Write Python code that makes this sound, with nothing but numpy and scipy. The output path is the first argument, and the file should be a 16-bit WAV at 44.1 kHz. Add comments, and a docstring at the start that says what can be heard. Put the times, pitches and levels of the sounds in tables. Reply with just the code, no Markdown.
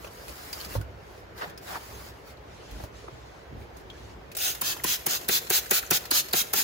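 """A trigger spray bottle mists a plant inside a plastic tub, in a quiet room with a low hum throughout.
First sleeves rustle (grainy noise), something bumps (low modes) and the tub is handled (ticks, knocks, rubs).
Then come eleven quick squeezes. In each the valve spits a sharp noise burst, the first water thuds on the tub
as sinking tones, the mist swells and stops as patchy hiss with a narrow jet, and the pump refills with a fizz.
"""
import sys
import numpy as np
from scipy import signal
from scipy.fft import rfft, irfft, next_fast_len
from scipy.io import wavfile
from scipy.ndimage import uniform_filter1d, map_coordinates

SR = 44100
rng = np.random.default_rng(int(sys.argv[2]) if len(sys.argv) > 2 else 0)


def master_out(mix):
    """Clip the mix to full scale and print it as 16-bit PCM to the path in sys.argv[1]."""
    frames = np.transpose(np.atleast_2d(mix))
    ceiling = np.clip(frames, -1, 1)
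    pcm = np.round(ceiling * 32767).astype(np.int16)
    wavfile.write(sys.argv[1], SR, pcm)


N = 292451
T = np.arange(N) / SR
HALF_SECOND = T[:SR // 2]

# Event levels and source spectra are relative: trims, colouring and the room act on them afterwards.
# trigger squeezes: t/s, length/s, mist level/dB, jet f/Hz, fine spray over the rest/dB, spit level/dB,
# clack level/dB, clack f/Hz, splat level/dB, drum f/Hz, wall level/dB, wall f/Hz, refill level/dB
SQUEEZES = [(4.372, .15, -24, 3320, 0, -38, -41, 5900, -59, 400, -56, 1500, -47),
            (4.616, 0.12, -24, 3660, -2, -25.5, -35, 7050, -32.5, 225, -31.5, 990, -45.5),
            (4.841, 0.12, -23, 4050, 0.5, -21, -44, 4510, -27, 383, -29, 1000, -45.5),
            (5.065, 0.11, -23, 4960, -2.5, -19.5, -29, 6740, -29.5, 394, -35, 1130, -45),
            (5.287, 0.1, -20, 4720, -1, -21, -30, 4180, -24, 443, -30.5, 1940, -44),
            (5.502, .093, -20, 4130, 1.5, -18, -44, 4150, -24, 430, -28, 1560, -44.5),
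            (5.71, 0.086, -21, 4290, 1, -15.5, -26.5, 6420, -22, 433, -26, 1590, -46),
            (5.9087, .071, -20.5, 4030, -1.5, -15, -28, 6390, -22, 398, -30, 1456, -50),
            (6.1115, 0.1, -20, 4490, 0, -19.5, -25, 4420, -28.5, 340, -35, 1440, -46.5),
            (6.333, 0.091, -22, 3885, 2.5, -22, -23, 4200, -24, 407, -27.5, 746, -45),
            (6.535, 0.093, -21.5, 4800, 1, -17.5, -34, 6000, -30, 450, -31.5, 800, -49)]
# small plastic ticks of bottle, trigger and tub: t/s, ring level/dB, ring f/Hz, crack level/dB
TICKS = [(.045, -44, 2660, -47), (.073, -47, 2960, -48), (.281, -43, 2470, -40), (0.293, -49, 4900, -44),
         (.529, -32, 4830, -31.5), (.602, -38, 4500, -42), (.611, -41, 4300, -45), (.647, -41, 4800, -38),
         (.812, -39.5, 1470, -44), (1.378, -49, 4400, -49), (1.497, -54, 3280, -47),
         (1.576, -47, 5200, -43), (2.37, -56, 4130, -62), (2.711, -54, 3190, -47), (2.837, -59, 3480, -44),
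         (3.769, -57, 6400, -49), (3.9, -38.5, 3330, -61), (4.316, -47, 2560, -42.5),
         (4.35, -39, 7750, -36), (4.386, -37, 5000, -32), (4.549, -50, 2680, -33), (4.77, -45, 3240, -42),
         (5.213, -50, 4500, -39), (5.245, -52, 4000, -42), (5.469, -47, 4200, -37), (5.659, -48, 4520, -39),
         (5.695, -40, 6650, -45), (5.863, -41, 6300, -45), (6.039, -50, 4300, -46), (6.054, -46, 4300, -35),
         (6.285, -49, 5000, -36), (6.31, -42, 4500, -44)]
# light knocks on tub and bottle: t/s, level/dB, ring f/Hz
KNOCKS = [(.044, -29.5, 510), (.046, -41, 990), (.07, -35, 690), (.286, -38, 600), (.752, -23.5, 560),
          (.754, -26.5, 950), (1.419, -25.5, 1420), (1.425, -31, 900), (1.455, -40, 570),
          (1.756, -24.5, 1040), (1.766, -28, 870), (2.801, -30, 650), (2.838, -32, 640), (3.041, -38, 453),
          (3.08, -34, 1150), (3.083, -35, 680), (3.525, -33, 300), (3.565, -35, 271), (4.765, -36, 890),
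          (4.797, -36, 1950), (5.66, -37, 1690), (5.827, -32.5, 1890), (5.834, -35, 1400), (6.05, -37, 746)]
# dull bumps: t/s, level/dB, f/Hz, t60/s
BUMPS = [(.66, -50, 180, .1), (0.762, -25, 102.5, 0.165), (.83, -43, 69.3, 0.43), (1.465, -47.5, 170, 0.19),
         (2.721, -35.5, 50.7, 0.26), (2.803, -50, 58, 0.18), (2.838, -37.5, 102, 0.041),
         (3.124, -45, 126, .1), (3.52, -46, 153, 0.16), (3.561, -49, 121, 0.26)]
# modes rung by each bump: f as a ratio to the bump's f, level/dB
BUMP_MODES = [(.58, -3.5), (1, 5), (1.42, -9)]
# modes of the wetted tub wall: f/Hz, level/dB
WALL_MODES = [(200, -15), (470, -12.5), (760, -20), (1020, -16), (1370, -5.5), (1800, -10)]
# narrow tub resonances that colour the mist: f/Hz, width/Hz, lift/dB
TUB_MODES = [(1470, 61, 3.5), (1856, 43, 4), (2660, 120, 3), (3200, 92, 2), (4100, 220, 4),
             (5000, 180, 3.5), (6280, 280, 3), (6900, 120, 3)]

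# strokes, all with columns: t/s, length/s, level at mid-stroke/dB, swell over the stroke/dB
# sleeves swishing
SWISHES = [(0.0, 0.081, -48, 3), (.09, 0.44, -47, 8.5), (.535, 0.14, -41.7, -0.5),
           (.685, 0.091, -40.5, 4.5), (.78, .04, -51, -4), (1.0, 0.21, -58, 8), (1.375, 0.14, -49, -10),
           (1.62, 0.49, -47.5, 0.5), (1.668, 0.11, -43, -1), (2.09, 0.2, -60.5, -6),
           (2.27, 0.064, -50.5, -6), (2.65, .21, -56.5, 17), (2.952, .1, -62, -8), (3.595, .06, -55.5, -4),
           (3.76, 0.069, -54.5, -2), (3.92, 0.17, -62.5, 1)]
# fingers dragging on the tub
RUBS = [(1.375, 0.17, -46, -8), (1.413, 0.04, -33.5, -5), (1.67, 0.11, -39, 3.5)]
# the hand shifting its grip, a low rumble
GRIP_SHIFTS = [(.285, 0.03, -41, -2), (.65, 0.17, -43, 11), (1.9, 0.33, -55, -12), (2.725, 0.15, -46.5, 2),
               (3.525, 0.13, -45.5, -13), (3.85, 0.37, -51, 4)]
# a sleeve brushing softly past the tub, farther away
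BRUSHES = [(2.47, 0.38, -55, 7), (2.952, 0.14, -54.5, -7), (3.07, 0.38, -60, -5), (3.92, 0.22, -56.5, 1)]

# noise colours, all with columns: f/Hz, density/dB per Hz
# the mist's hiss
MIST_COLOUR = [(50, -48), (150, -13), (450, -11), (750, -6), (1000, -10), (1450, -1.2), (2000, -4.2),
               (2700, -.3), (4100, 0), (5500, .2), (6600, 1.8), (9000, 0), (12000, -2.2), (14300, -.2),
               (15800, -1.5)]
# the valve's spit
SPIT_COLOUR = [(60, -52), (300, -4), (750, 1.5), (1500, 0), (4000, -0.5), (6500, 1.5), (9000, 10),
               (12000, 2), (14300, 6.5), (16000, 5)]
# the slap of the first water
SPLAT_COLOUR = [(40, -40), (130, 10.5), (300, -4), (750, 3), (1050, -2), (1600, 1), (3000, 0), (6000, -48),
                (12000, -45)]
# water drawn into the pump
REFILL_COLOUR = [(50, -50), (120, -11), (380, 10.5), (1000, 1), (2000, 4), (4500, -4), (7000, 3.5),
                 (11000, -0.5), (14300, 1.5), (16000, -27)]
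# sleeve cloth, also the crack of the ticks
SLEEVE_COLOUR = [(300, -11), (2000, 4.5), (3500, 2), (5000, 4.5), (6500, 0.5), (9000, 4), (12000, -2),
                 (14500, -1), (16000, 0.5)]
# fingers on plastic
RUB_COLOUR = [(150, -26), (500, -5), (1000, -2.5), (1600, -4.5), (2600, -16), (5000, -20.5), (12000, -57)]
# the shifting grip
RUMBLE_COLOUR = [(25, -27), (60, 4.5), (150, -10), (350, -9), (700, -33), (2000, -60)]
# the distant sleeve brush
BRUSH_COLOUR = [(500, -8), (2000, 3), (4000, 4), (6500, -0.5), (9000, -2.5), (15000, -27)]
# the ventilation's murmur
AIR_COLOUR = [(20, -32), (35, -6), (58, -7), (80, -4), (110, -8.5), (150, -3.5), (240, -12.5), (380, -3.5),
              (650, -6), (1300, -15), (2000, -16.5), (2700, -21.5), (6500, -34.5), (10500, -42),
              (15500, -41)]

# low room modes: f/Hz, width/Hz, level/dB
HUM_MODES = [(61, 16, -55.5), (107, 20, -59)]
# stereo width: f/Hz, side minus mid/dB
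WIDTH = [(60, -15), (300, -6), (700, 0.5), (2000, 0), (5600, -0.5), (6600, -4.5), (7600, 5), (9000, 19),
         (9900, 5), (11300, -1.5), (12300, -3.5), (13300, -46)]
# decay of the room: f/Hz, t60/s
ROOM_DECAY = [(150, 0.79), (1500, 1), (6000, 0.42), (15000, 0.39)]

FINE_HZ = 7000  # the finest droplets hiss above this pitch
CLOSING_S, CLOSING_GROWS = 0.0059, 2.09  # cut-off time of a 0.1 s squeeze, exponent of its growth with length
STROKE_RISE_S, STROKE_FALL_S = 0.017, 0.016  # a hand gets moving, and comes to rest
GENTLE_DB, GENTLE_SLOWS = -43.5, 0.51  # strokes softer than this start and end more gradually, louder ones faster
REST_SLEEVE_DB, REST_RUB_DB, REST_GRIP_DB = -67, -58, -56.5  # a hand is never quite still
REST_BRUSH_DB = -74.5
SLEEVE_RUB_DB = -5.5  # a moving sleeve also brushes the tub
BRIGHT_AT_DB, BRIGHT_HZ = -55, 8500  # a sleeve softer than this level loses its treble above this pitch
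AIR_DB, AIR_DRIFT_DB = -48, 0.9
TOP_HZ = 15800


def mist(rise=0.5, start=0.2583, droop_db=2.0, flutter_db=2.0, surge_db=1.64, drops=0.46,
         jet_db=-14, jet_width_hz=1000, jet_bend=.25):
    """Nozzle pressure builds, sags late and collapses as the piston bottoms; the jet's pitch follows."""
    flow, fine, jet, t = np.zeros(N), np.zeros(N), np.zeros((2, N)), HALF_SECOND
    for s, length, db, jet_hz, fine_db, *_ in SQUEEZES:
        # rise is a fraction of the squeeze, start a fraction of full pressure
        progress = np.minimum(t / (rise * length), 1)
        build = start + (1 - start) * np.sin(progress * np.pi / 2) ** 2
        sag = amp(-droop_db * np.clip(2 * t / length - 1, 0, 2) ** 2)
        closing = CLOSING_S * (10 * length) ** CLOSING_GROWS
        shut = .5 - .5 * np.tanh((t - length) / (2 * closing))
        pressure = build * sag * shut
        add(flow, s, amp(db) * pressure)
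        add(fine, s, amp(db + fine_db) * pressure)
        jet_pitch = jet_hz * (1 - jet_bend * (1 - pressure))
        add(jet, s, amp(db + jet_db) * pressure * band(jet_pitch, jet_width_hz))
    hiss = patchy(noise(MIST_COLOUR), depth_db=2.35)
    # coarser droplets patter on leaves and wall
    hiss = hiss + drops * grains(MIST_COLOUR, rate=3000)
    hiss = unit(filtered(hiss, tub_colour))
    coarse = filtered(hiss, lambda hz: treble_cut(hz, FINE_HZ))
    unsteady = amp(flutter_db * wobble(160) + surge_db * wobble(40))
    return unsteady * (flow * coarse + fine * (hiss - coarse) + jet)


def tub_colour(hz):
    """The tub's narrow resonances lift the mist around their own pitches."""
    return amp(sum(lift / (1 + (2 * (hz - f) / width) ** 2) for f, width, lift in TUB_MODES))


def spits(lead=0.0053, leak_db=-26.5, spatter=0.71):
    """The valve leaks for an instant, then bursts open with a sharp spit and a plastic clack."""
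    burst, clack = np.zeros(N), np.zeros((2, N))
    for s, _, _, _, _, db, clack_db, clack_hz, *_ in SQUEEZES:
        add(burst, s - lead, amp(leak_db) * fade(0.0025, 0.041))
        add(burst, s, amp(db) * (fade(0.0004, 0.0036) + spatter * fade(0.0018, 0.026)))
        plastic = band(np.full(SR // 2, clack_hz), width_hz=790)
        add(clack, s, amp(clack_db) * fade(.003, 0.027) * plastic)
    return burst * noise(SPIT_COLOUR) + clack


def splats(flight=0.00421, drum_lag=.0012, slap_db=-2.5, drum_db=-5, wall_t60=0.045, struck_t60=0.036,
           lowest_hz=150, sink=.42, sink_s=0.021):
    """First coarse water drums on the wall, sinking in pitch as it spreads; the spot hit sets a higher mode."""
    slap, drum, t = np.zeros(N), np.zeros((2, N)), HALF_SECOND
    glide = np.cumsum(1 - sink * (1 - np.exp(-t / sink_s))) / SR
    for s, *_, db, hz, wall_db, wall_hz, _ in SQUEEZES:
        hit = s + flight
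        add(slap, hit, amp(db + slap_db) * fade(0.0013, 0.093))
        thud = np.sin(2 * np.pi * hz * glide) * [[1.8], [.9]]
        add(drum, hit + drum_lag, amp(db + drum_db) * fade(0.0013, 0.038) * thud)
        struck = np.sin(2 * np.pi * wall_hz * t) * [[1.4], [.6]]
        add(drum, hit, amp(wall_db) * fade(0.0005, struck_t60) * struck)
        # each hit excites the wall modes in a random balance
        modes = sum(amp(level) * rng.standard_normal((2, 1)) * np.sin(2 * np.pi * f * t)
                    for f, level in WALL_MODES)
        add(drum, hit, amp(db) * fade(0.0015, wall_t60) * modes)
    highpass = signal.butter(2, lowest_hz, "high", fs=SR)
    return signal.lfilter(*highpass, slap * patchy(noise(SPLAT_COLOUR), depth_db=3.0) + drum)


def refills(grain_db=3, level_db=2.0, bubbles=0.67):
    """The trigger springs back and water fizzes and crackles into the pump, dying away."""
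    suck = np.zeros(N)
    for s, length, *_, db in SQUEEZES:
        add(suck, s + length, amp(db) * fade(.05, .36))
    water = patchy(noise(REFILL_COLOUR), depth_db=3.5)
    fizz = unit(water + bubbles * grains(REFILL_COLOUR, rate=230))
    return amp(level_db + grain_db * wobble(90)) * suck * fizz


def tub(spray, t60=0.043):
    """The tub's close walls answer differently as the nozzle is re-aimed for each squeeze."""
    out = np.zeros((2, N))
    starts = [row[0] - .01 for row in SQUEEZES]
    squirts = np.split(spray, [round(s * SR) for s in starts], axis=1)[1:]
    for s, squirt in zip(starts, squirts):
        add(out, s, echo(squirt, [(1000, t60)]))
    return out


def handling(grain_db=1.53, catch=0.47, uneven_db=1.1, snag=0.15, stick=0.36):
    """Cloth and fingers slide in tiny slips, cloth brighter when louder, until the hand settles on the trigger."""
    swish = strokes(SWISHES, REST_SLEEVE_DB)
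    rub = np.hypot(strokes(RUBS, REST_RUB_DB), amp(SLEEVE_RUB_DB) * swish)
    cloth = patchy(noise(SLEEVE_COLOUR), depth_db=4.0)
    catches = catch * grains(SLEEVE_COLOUR, rate=1000)
    snags = snag * grains(SLEEVE_COLOUR, rate=99)
    cloth = unit(cloth + catches + snags)
    dull = filtered(cloth, lambda hz: treble_cut(hz, BRIGHT_HZ))
    brightness = swish / np.hypot(swish, amp(BRIGHT_AT_DB))
    cloth = dull + (cloth - dull) * brightness
    scuff = unit(patchy(noise(RUB_COLOUR), depth_db=3.5) + stick * grains(RUB_COLOUR, rate=450))
    unevenness = amp(grain_db * wobble(220) + uneven_db * wobble(30))
    sliding = unevenness * (swish * cloth + rub * scuff)
    brushing = strokes(BRUSHES, REST_BRUSH_DB) * patchy(noise(BRUSH_COLOUR), depth_db=3.5)
    rumble = strokes(GRIP_SHIFTS, REST_GRIP_DB) * noise(RUMBLE_COLOUR)
    settling = np.interp(T, [4.3, 4.4], [1, 0])
    return (sliding + brushing + rumble) * settling


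def strokes(rows, rest_db):
    """Level of a sliding hand: each stroke rises, swells or wanes evenly, and dies away."""
    power = np.full(N, amp(rest_db) ** 2)
    for s, length, db, swell_db in rows:
        ease = amp(GENTLE_SLOWS * (GENTLE_DB - db))
        rise = 1 + np.tanh((T - s) / (ease * STROKE_RISE_S))
        fall = 1 - np.tanh((T - s - length) / (ease * STROKE_FALL_S))
        swell = swell_db * (np.clip((T - s) / length, 0, 1) - .5)
        power += (rise * fall / 4 * amp(db + swell)) ** 2
    return np.sqrt(power)


def contacts(knock_db=-3):
    """Hard plastic ticks briefly with a ring and a crack; the tub's wall knocks lower."""
    out, crack = np.zeros((2, N)), np.zeros(N)
    for s, db, hz, crack_db in TICKS:
        add(out, s, amp(db) * fade(0.00031, 0.06) * ring(hz, width=0.052))
        add(crack, s, amp(crack_db) * fade(0.00016, 0.076))
    wall = np.zeros((2, N))
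    for s, db, hz in KNOCKS:
        add(wall, s, amp(db + knock_db) * fade(0.00073, 0.044) * ring(hz, width=0.12))
    soft_wall = filtered(wall, lambda hz: 1 / np.hypot(1, (hz / 2200) ** 2))
    return out + crack * noise(SLEEVE_COLOUR) + soft_wall


def bumps(side_phase=-2.2):
    """Soft heavy contacts set a few low modes swinging, out of step between mid and side."""
    out = np.zeros((2, N))
    phase = [[0], [side_phase]]  # rad, for the mid and side fields
    for s, db, hz, t60 in BUMPS:
        modes = sum(amp(level) * np.sin(2 * np.pi * hz * ratio * HALF_SECOND + phase)
                    for ratio, level in BUMP_MODES)
        add(out, s, amp(db) * fade(0.0058, t60) * modes)
    return out * [[.8], [1.05]]


def background():
    """Ventilation murmurs as drifting noise and keeps two low room modes humming unevenly."""
    hum = 0
    for centre, width, db in HUM_MODES:
        mode = lambda hz: 1 / (1 + ((hz - centre) / width) ** 2) ** 2
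        hum = hum + amp(db) * unit(filtered(rng.standard_normal(N), mode))
    murmur = amp(AIR_DB + AIR_DRIFT_DB * wobble(4)) * patchy(noise(AIR_COLOUR), depth_db=2)
    return murmur + hum * [[.9], [-1.1]]


def echo(x, t60s):
    """A diffuse answer, a noise tail whose frequencies each die at their own speed."""
    hz, t, z = signal.stft(rng.standard_normal((2, SR // 2)), SR, nperseg=128)
    decay = amp(-60 * t / along(t60s, hz)[:, None])
    tail = signal.istft(z * decay, SR, nperseg=128)[1]
    return signal.fftconvolve(x, tail / np.linalg.norm(tail[0]), axes=1)[:, :N]


def left_right(pair):
    """Mid and side fields become left and right, their balance set by frequency."""
    turn = lambda hz: np.arctan(amp(along(WIDTH, hz)))
    mid, side = filtered(pair, lambda hz: np.array([np.cos(turn(hz)), np.sin(turn(hz))]))
    return np.array([mid + side, mid - side])


def amp(db):
    """Decibels to gain."""
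    return 10 ** (np.asarray(db) / 20)


def unit(x):
    """x at rms 1."""
    return x / np.sqrt(np.mean(x ** 2) + 1e-20)


def along(points, hz):
    """(f/Hz, value) points read on a log frequency axis."""
    f, v = np.transpose(points)
    return np.interp(np.log(hz + 1), np.log(f), v)


def wobble(rate):
    """A smooth random curve, rate knots a second."""
    knots = rng.standard_normal(int(N * rate / SR) + 4)
    return map_coordinates(knots, [T * rate / SR])


def filtered(x, response):
    """x shaped by a gain that depends on frequency."""
    m = next_fast_len(N + SR // 4)
    return irfft(rfft(x, m) * response(np.fft.rfftfreq(m, 1 / SR)), m)[..., :N]


def treble_cut(hz, corner_hz):
    """Gain of a smooth, steep roll-off above the corner."""
    return 1 / np.hypot(1, (hz / corner_hz) ** 4)


def noise(spectrum):
    """Two unrelated noises of one colour, rms 1."""
    return unit(filtered(rng.standard_normal((2, N)), lambda hz: amp(along(spectrum, hz))))


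def patchy(x, depth_db, size=6):
    """Bright patches come and go across frequency as turbulence and reflections shift."""
    z = signal.stft(x, nperseg=512)[2]
    field = uniform_filter1d(rng.standard_normal(z.shape), 3, 1)
    field = uniform_filter1d(field, size, 2)
    return unit(signal.istft(z * amp(depth_db * unit(field)), nperseg=512)[1][:, :N])


def grains(spectrum, rate):
    """A crackle of tiny separate contacts, about rate a second, rms 1."""
    hits = (rng.random(N) < rate / SR) * rng.uniform(-0.89, 1, (2, N))
    return unit(filtered(hits, lambda hz: amp(along(spectrum, hz))))


def band(hz, width_hz):
    """Narrow noise whose centre follows hz, rms 1."""
    lowpass = signal.butter(2, width_hz / 2, fs=SR)
    a, b = signal.lfilter(*lowpass, rng.standard_normal((2, 2, len(hz))))
    phase = 2 * np.pi * np.cumsum(hz) / SR
    return unit(a * np.cos(phase) + b * np.sin(phase))


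def ring(hz, width):
    """Half a second of closely packed modes around one pitch, rms 1; width is a fraction of hz."""
    b, a = signal.iirpeak(hz, max(1 / width, 1), SR)
    return unit(signal.lfilter(b, a, rng.standard_normal((2, SR // 2))))


def fade(attack, t60):
    """Half a second of a blow's envelope, peak 1; attack and t60 in seconds."""
    shape = (1 - np.exp(-HALF_SECOND / attack)) * amp(-60 * HALF_SECOND / t60)
    return shape / shape.max()


def add(track, s, sound):
    """Mix a short sound in at time s."""
    part = track[..., max(0, round(s * SR)):][..., :sound.shape[-1]]
    part += sound[..., :part.shape[-1]]


def scene(mist_db=.8, tub_db=-6, room_db=-15.5):
    """The tub's close walls colour the spray; the room answers spray, splats, contacts and bumps."""
    spray = amp(mist_db) * mist() + spits() + refills()
    near = spray + amp(tub_db) * tub(spray) + splats() + contacts() + bumps()
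    room = amp(room_db) * echo(near, ROOM_DECAY)
    return left_right(near + room + handling() + background())


def record(dry, lowest_hz=38):
    """The deepest rumble is rolled off and nothing is kept above the band limit."""
    top = lambda hz: np.clip((TOP_HZ - hz) / 400 + .5, 0, 1)
    return filtered(dry, lambda hz: top(hz) * (1 - np.exp(-(hz / lowest_hz) ** 4)))


dry = scene()
out = record(dry)
master_out(out)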